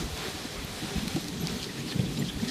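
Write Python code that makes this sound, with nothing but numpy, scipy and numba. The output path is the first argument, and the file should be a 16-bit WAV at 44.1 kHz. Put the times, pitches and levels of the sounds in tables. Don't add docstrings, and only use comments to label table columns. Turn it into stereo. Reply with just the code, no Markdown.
import sys
import numpy as np
from scipy import signal
from scipy.io import wavfile
from scipy.ndimage import uniform_filter1d
from numba import njit

SR = 44100
rng = np.random.default_rng(int(sys.argv[2]) if len(sys.argv) > 2 else 0)


def master_out(mix):
    frames = np.transpose(np.atleast_2d(mix))
    ceiling = np.clip(frames, -1, 1)
    pcm = np.round(ceiling * 32767).astype(np.int16)
    wavfile.write(sys.argv[1], SR, pcm)


def elevation(decibels):
    levels = np.asarray(decibels, float)
    return 10 ** (levels / 20)


N = 110250

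# time in seconds, hiss level in dB, softness of the snow in dB.
GLIDE = [(0, -44, 1), (.04, -46.5, 1), (.165, -47, 1), (.18, -44, 1.5), (.3, -46, 1.3), (.5, -46.5, 1.1),
         (.8, -46.5, 1), (1.0, -45.5, 1), (1.2, -46.5, 0.4), (1.35, -48.5, 0.5), (1.5, -47, 0.5),
         (1.72, -49, 0.5), (1.95, -49.5, 0.5), (2.2, -50.5, 0), (2.34, -49.5, 0.5), (2.5, -47.5, 0.5)]
# frequency in Hz, level in dB per Hz.
SNOW_COLOUR = [(290, -19), (500, -3), (952, -3.5), (2000, -4), (2830, 0), (3210, -19), (4040, -2),
               (11500, -14.5), (15300, -23.5)]
# frequency in Hz, width in Hz, level in dB.
RUNNER_RINGS = [(398.4, 97, -11), (752, 58, -16.5), (1817, 250, -19.5), (3400, 520, -9.5),
                (3930, 540, -11.5)]
# time in seconds, shaking in dB, wind in dB.
SHAKE_AND_WIND = [(0, -35.5, -41), (.26, -39, -53), (.54, -43.5, -48.5), (.85, -39.5, -48.5),
                  (1.0, -37.5, -52), (1.12, -37.5, -44), (1.23, -41.5, -47.5), (1.5, -33, -48),
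                  (1.72, -38.5, -52), (2.0, -31, -49), (2.2, -32.5, -49), (2.33, -38, -44), (2.5, -36, -47)]
# frequency in Hz, width in Hz, level in dB.
FRAME_RINGS = [(144, 48, 0.5), (187.7, 32.5, -4.5), (238, 53, -1.5), (302.3, 33, -6), (403.7, 72, -5.5)]
# middle in seconds, level in dB, pitch in Hz, length in seconds.
BUMPS = [(0.028, -38.5, 382, 0.021), (0.286, -30, 174, 0.0058), (0.455, -31.5, 244.5, 0.0092),
         (0.649, -30, 177.8, 0.0057), (.01, -36, 174.7, .02), (.27, -38, 400, 0.02),
         (.35, -41.5, 330, 0.021), (.625, -41.5, 250, 0.026), (.835, -36.5, 290, 0.032),
         (.86, -38.5, 200, 0.032), (.928, -39, 400, 0.037), (2.012, -27, 155, 0.014), (1.81, -39, 128, .06),
         (2.22, -34, 135, .04), (2.045, -37, 110, .02), (2.41, -38, 110, .04), (2.024, -35, 217.7, .014),
         (2.268, -33.5, 225, 0.013), (2.285, -34, 199.7, 0.019), (0.964, -26.5, 190.2, 0.011),
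         (0.985, -28, 199.4, 0.0049), (1.032, -29, 234.4, 0.018), (1.075, -29, 212.2, 0.0099),
         (1.153, -27.5, 188, 0.012), (1.167, -24, 290, 0.0087), (1.166, -37.5, 728, 0.0085),
         (1.177, -30.5, 149, 0.017), (1.214, -38.5, 184.4, .02), (1.255, -38.5, 159.6, 0.013),
         (1.298, -40.5, 300, 0.023), (1.335, -35.5, 180, 0.039), (1.365, -41, 244.4, 0.034),
         (1.43, -41.5, 390, 0.021), (1.182, -32, 290, .013), (1.443, -31, 169.7, 0.026),
         (1.53, -33, 199.3, 0.035), (1.572, -32.5, 206.5, 0.0091), (1.868, -32.1, 224.3, 0.009),
         (1.93, -38, 225.3, 0.011), (1.962, -20.5, 190.1, .007), (1.998, -19.5, 169.6, 0.0097),
         (2.042, -26.5, 165.8, 0.014), (2.063, -31, 171.4, 0.0071), (2.115, -42, 162.7, 0.0075),
         (2.137, -30.5, 250.7, 0.0086), (2.188, -27, 219.6, 0.011), (2.209, -36.5, 301, 0.014),
         (2.228, -32, 232.8, 0.0085), (2.245, -32.5, 139.8, 0.023), (2.373, -26.5, 183.5, 0.0045),
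         (2.434, -25, 247.3, 0.016), (2.484, -34, 258, 0.028)]
# middle in seconds, level in dB, pitch in Hz, length in seconds.
BUFFETS = [(0.036, -44, 58, 0.025), (0.135, -33.5, 70, 0.019), (0.35, -38, 75.1, 0.02),
           (0.593, -35, 67, 0.014), (0.978, -28, 75, 0.018), (1.04, -39, 56.5, 0.015),
           (1.155, -33, 95.1, 0.0087), (1.554, -38, 70, 0.016), (1.609, -41, 75.2, 0.026),
           (2.058, -40, 76.3, 0.017), (2.104, -38.5, 59.2, 0.043), (2.365, -31.5, 69.8, 0.017)]
# middle in seconds, level in dB, centre in Hz.
SIDE_PATCHES = [
    (.083, -58, 7600),
    (.768, -50, 4900),
    (.78, -62, 11700),
    (.875, -56, 6000),
    (.875, -60, 12200),
    (.967, -50.5, 4900),
    (.967, -56, 6900),
]
# start in seconds, peak in dB, ring in Hz, crunch in dB.
TICKS = [
    (.175, -27, 3900, 2),
    (1.0785, -22, 4200, 3),
    (1.160, -23, 4300, 4),
    (1.242, -23.5, 4000, 2),
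    (1.2825, -23, 4800, 4),
    (1.4706, -14, 4700, -6),
    (1.4828, -26, 2300, -6),
    (1.0795, -27, 2400, 0),
]
# middle in seconds, level in dB, pitch in Hz, length in seconds.
RASPS = [(.226, -45, 1760, 0.022), (0.258, -44, 1780, 0.013), (1.783, -45.5, 1870, 0.029),
         (1.927, -42, 1800, 0.021), (2.225, -42, 1930, .012), (2.4, -45, 1800, 0.011),
         (1.7, -44, 1940, .02), (1.6, -45, 3380, .012), (1.89, -46, 4300, .018), (1.912, -40, 4100, 0.015),
         (1.917, -43, 3500, 0.015), (1.927, -45, 3030, .012), (2.007, -44, 3250, 0.013),
         (2.067, -44, 3600, 0.017), (2.177, -41, 3870, .009), (2.176, -46, 4700, .008),
         (2.256, -45.5, 3960, .014), (2.264, -46, 3170, .01), (2.288, -39.5, 3440, .011),
         (2.299, -37.5, 3300, .013), (1.465, -48.5, 3200, 0.031), (1.505, -46.5, 3630, .018),
         (1.628, -42, 3200, .03), (1.636, -42.5, 4140, .022), (1.5, -45, 5400, .014),
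         (1.8, -45, 6600, .014), (1.4, -47, 6250, 0.029), (2.48, -45, 1900, .01), (2.496, -41, 1850, .012)]
# middle in seconds, level in dB, centre in Hz, length in seconds.
SCUFFS = [(.19, -47, 3800, 0.03), (1.22, -52, 6000, 0.053), (1.477, -43, 1000, .016),
          (1.508, -47, 1300, .035), (1.638, -39.5, 4500, .036), (1.675, -47, 4500, .03),
          (1.922, -42.5, 2600, .022), (2.21, -47, 3000, .05), (2.45, -45, 2100, .04),
          (2.29, -46, 5000, .03), (1.87, -48, 3000, .018), (1.9, -42, 3700, .045), (1.994, -42, 2300, .009),
          (2.055, -46, 4200, .03), (2.098, -48, 2300, .025), (2.176, -42.5, 3500, 0.011),
          (2.26, -43, 4300, 0.036), (2.304, -44, 1500, .012), (2.42, -46, 4870, 0.025),
          (2.45, -40.5, 3600, 0.015), (2.49, -36.5, 4300, 0.03)]
# middle in seconds, level in dB, pitch in Hz, length in seconds.
SQUEAKS = [(.634, -59.5, 11740, .012), (.648, -46, 11770, .007), (1.035, -47, 11830, .004),
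           (1.207, -51, 11800, 0.024), (1.417, -46.5, 11780, 0.047), (1.951, -55, 12000, 0.017),
           (1.947, -58, 13950, .008), (2.197, -49.5, 11765, .024), (2.197, -45.5, 7200, 0.037),
           (2.333, -51, 11820, .006), (2.482, -48, 10750, 0.007)]


def level(x, db):
    return x * elevation(db) / np.sqrt(np.mean(x ** 2))


def curve(table, column):
    rows = np.array(table, float)
    return np.interp(np.arange(N) / SR, rows[:, 0], rows[:, column])


@njit
def resonator(x, hz, width):
    y, band, low = np.empty(len(x)), 0., 0.
    g, damping = np.tan(np.pi * hz / SR), width / hz
    for i in range(len(x)):
        v = (band + g * (x[i] - low)) / (1 + g * (g + damping))
        band, low = 2 * v - band, low + 2 * g * v
        y[i] = damping * v
    return y


def narrow(x, hz, width, second_width=None):
    once = resonator(x, float(hz), float(width))
    return resonator(once, float(hz), float(second_width or width))


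def walk(rate):
    k = int(SR / rate)
    steps = np.repeat(rng.standard_normal(N // k + 1), k)
    return 1.44 * uniform_filter1d(uniform_filter1d(steps, k), k)[:N]


def crystals(spread_db):
    size_db = spread_db * np.minimum(rng.exponential(size=N), 5)
    return level(rng.standard_normal(N) * elevation(size_db), 0)


def swells(table, stretch, edge, gain_db, carrier):
    out = np.zeros(N)
    for s, db, hz, length in table:
        reach = 2 * stretch * length
        i = np.arange(max(int((s - reach) * SR), 0), min(int((s + reach) * SR), N))
        u = (i / SR - s) / (.5 * stretch * length)
        out[i] += elevation(db + gain_db) * np.exp(-np.abs(u) ** edge) * carrier(i, hz)
    return out


def ring(wobble, rate):
    drift = np.cumsum(1 + wobble * walk(rate)) / SR

    def tone(i, hz):
        since_middle = drift[i] - drift[i[len(i) // 2]]
        return np.sqrt(2) * np.sin(2 * np.pi * hz * since_middle + hz)
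    return tone


def snow():
    grain_db, flicker_db, swell_db = 2.5, .9, .5
    softness, colour = curve(GLIDE, column=2), np.array(SNOW_COLOUR, float)
    swell = walk(22) + walk(40)
    shared_grit = crystals(grain_db)
    hiss = np.zeros(N)
    for hz in np.geomspace(450, 15500, num=20):
        db = np.interp(np.log(hz), np.log(colour[:, 0]), colour[:, 1])
        db = db + 10 * np.log10(hz)
        db = db + flicker_db * walk(18)
        db = db + softness * np.log2(3500 / hz)
        source = 0.8 * shared_grit + 0.59 * crystals(grain_db)
        hiss += elevation(db) * level(narrow(source, hz, hz * 0.4), 0)
    out = level(hiss, 0)
    for hz, width, db in RUNNER_RINGS:
        tone = level(narrow(crystals(grain_db), hz, width, 2 * width), 0)
        out += elevation(db + 1.2 * walk(29.85) + 0.87 * softness) * tone
    return out * elevation(curve(GLIDE, column=1) + swell_db * swell + 6.0)


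def frame():
    shake = np.zeros(N)
    for hz, width, db in FRAME_RINGS:
        tone = level(narrow(rng.standard_normal(N), hz, 1.46 * width), 0)
        shake += elevation(db + 2.25 * walk(25.9)) * tone
    rumble = level(shake, 0) * elevation(curve(SHAKE_AND_WIND, column=1) + 1.2 * walk(25.24) - 3.0)
    thump = ring(0.071, 70)
    slats = level(narrow(rng.standard_normal(N), 415, 410), -18.5)
    bumps = swells(BUMPS, 1.285, 2.27, -0.12, lambda i, hz: thump(i, hz) + slats[i])
    return rumble + bumps


def wind():
    air = level(narrow(rng.standard_normal(N), 62, 77, 90), 0)
    rumble = air * elevation(curve(SHAKE_AND_WIND, column=2) + 1.7 * walk(5.9) - 0.5)
    return rumble + swells(BUFFETS, 1.38, 1.6, -0.81, ring(0.079, 25.5))


def side_patches():
    noise = rng.standard_normal(N)

    def hiss(i, hz):
        band = signal.butter(6, [hz - 750, hz + 750], "band", fs=SR, output="sos")
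        return level(signal.sosfilt(band, noise[i]), 0)
    rows = [(s, db, hz, .036) for s, db, hz in SIDE_PATCHES]
    return swells(rows, 0.84, 4., 0, hiss)


def ticks():
    rise_s, tail_s, ring_db, size = .0012, .0022, 1, 1500
    out, t = np.zeros(N + size), np.arange(size) / SR - rise_s
    click = np.zeros(size)
    click[int(rise_s * SR)] = 1
    fade = np.exp(-np.abs(t) / np.where(t < 0, .0005, tail_s))

    def full(v):
        return v / np.abs(v).max()

    def colour(v, hz):
        return full(resonator(resonator(v, 1. * hz, 1.2 * hz), .8 * hz, 1.9 * hz))
    for s, db, hz, crunch_db in TICKS:
        crunch = rng.standard_normal(size) * fade
        snap = colour(click, hz) + elevation(crunch_db) * colour(crunch, hz)
        snap += elevation(ring_db) * full(resonator(click, 1. * hz, 0.083 * hz))
        start = int(s * SR)
        out[start:start + size] += elevation(db + 0.5) * full(snap)
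    return out[:N]


def scuffs():
    grit = crystals(4.1)

    def band(i, hz, share):
        v = narrow(grit[i], hz, share * hz)
        return v / np.std(v[len(v) * 3 // 8:len(v) * 5 // 8])

    def rasp(i, hz):
        return band(i, hz, .16)

    def scrape(i, hz):
        return 0.85 * band(i, 0.97 * hz, 0.87) + .3 * band(i, hz, 0.33)
    rasps = swells(RASPS, 1.3, 2, 0, rasp)
    return rasps + swells(SCUFFS, 1.15, 2.5, -1, scrape) * elevation(1.1 * walk(90))


def clip_squeaks():
    return swells(SQUEAKS, 0.56, 6.3, .1, ring(.002, 200)) * elevation(1.4 * walk(250))


def scene():
    mono = snow() + frame() + wind() + ticks() + scuffs() + clip_squeaks()
    side = side_patches()
    return np.array([mono + side, mono - side])


def band_limit(x):
    return signal.sosfilt(signal.butter(12, 15570, fs=SR, output="sos"), x)


def record(dry):
    low_pass = signal.ellip(10, .2, 50, 15380, fs=SR, output="sos")
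    mix = signal.sosfilt(low_pass, dry)
    return band_limit(mix)


dry = scene()
out = record(dry)
master_out(out)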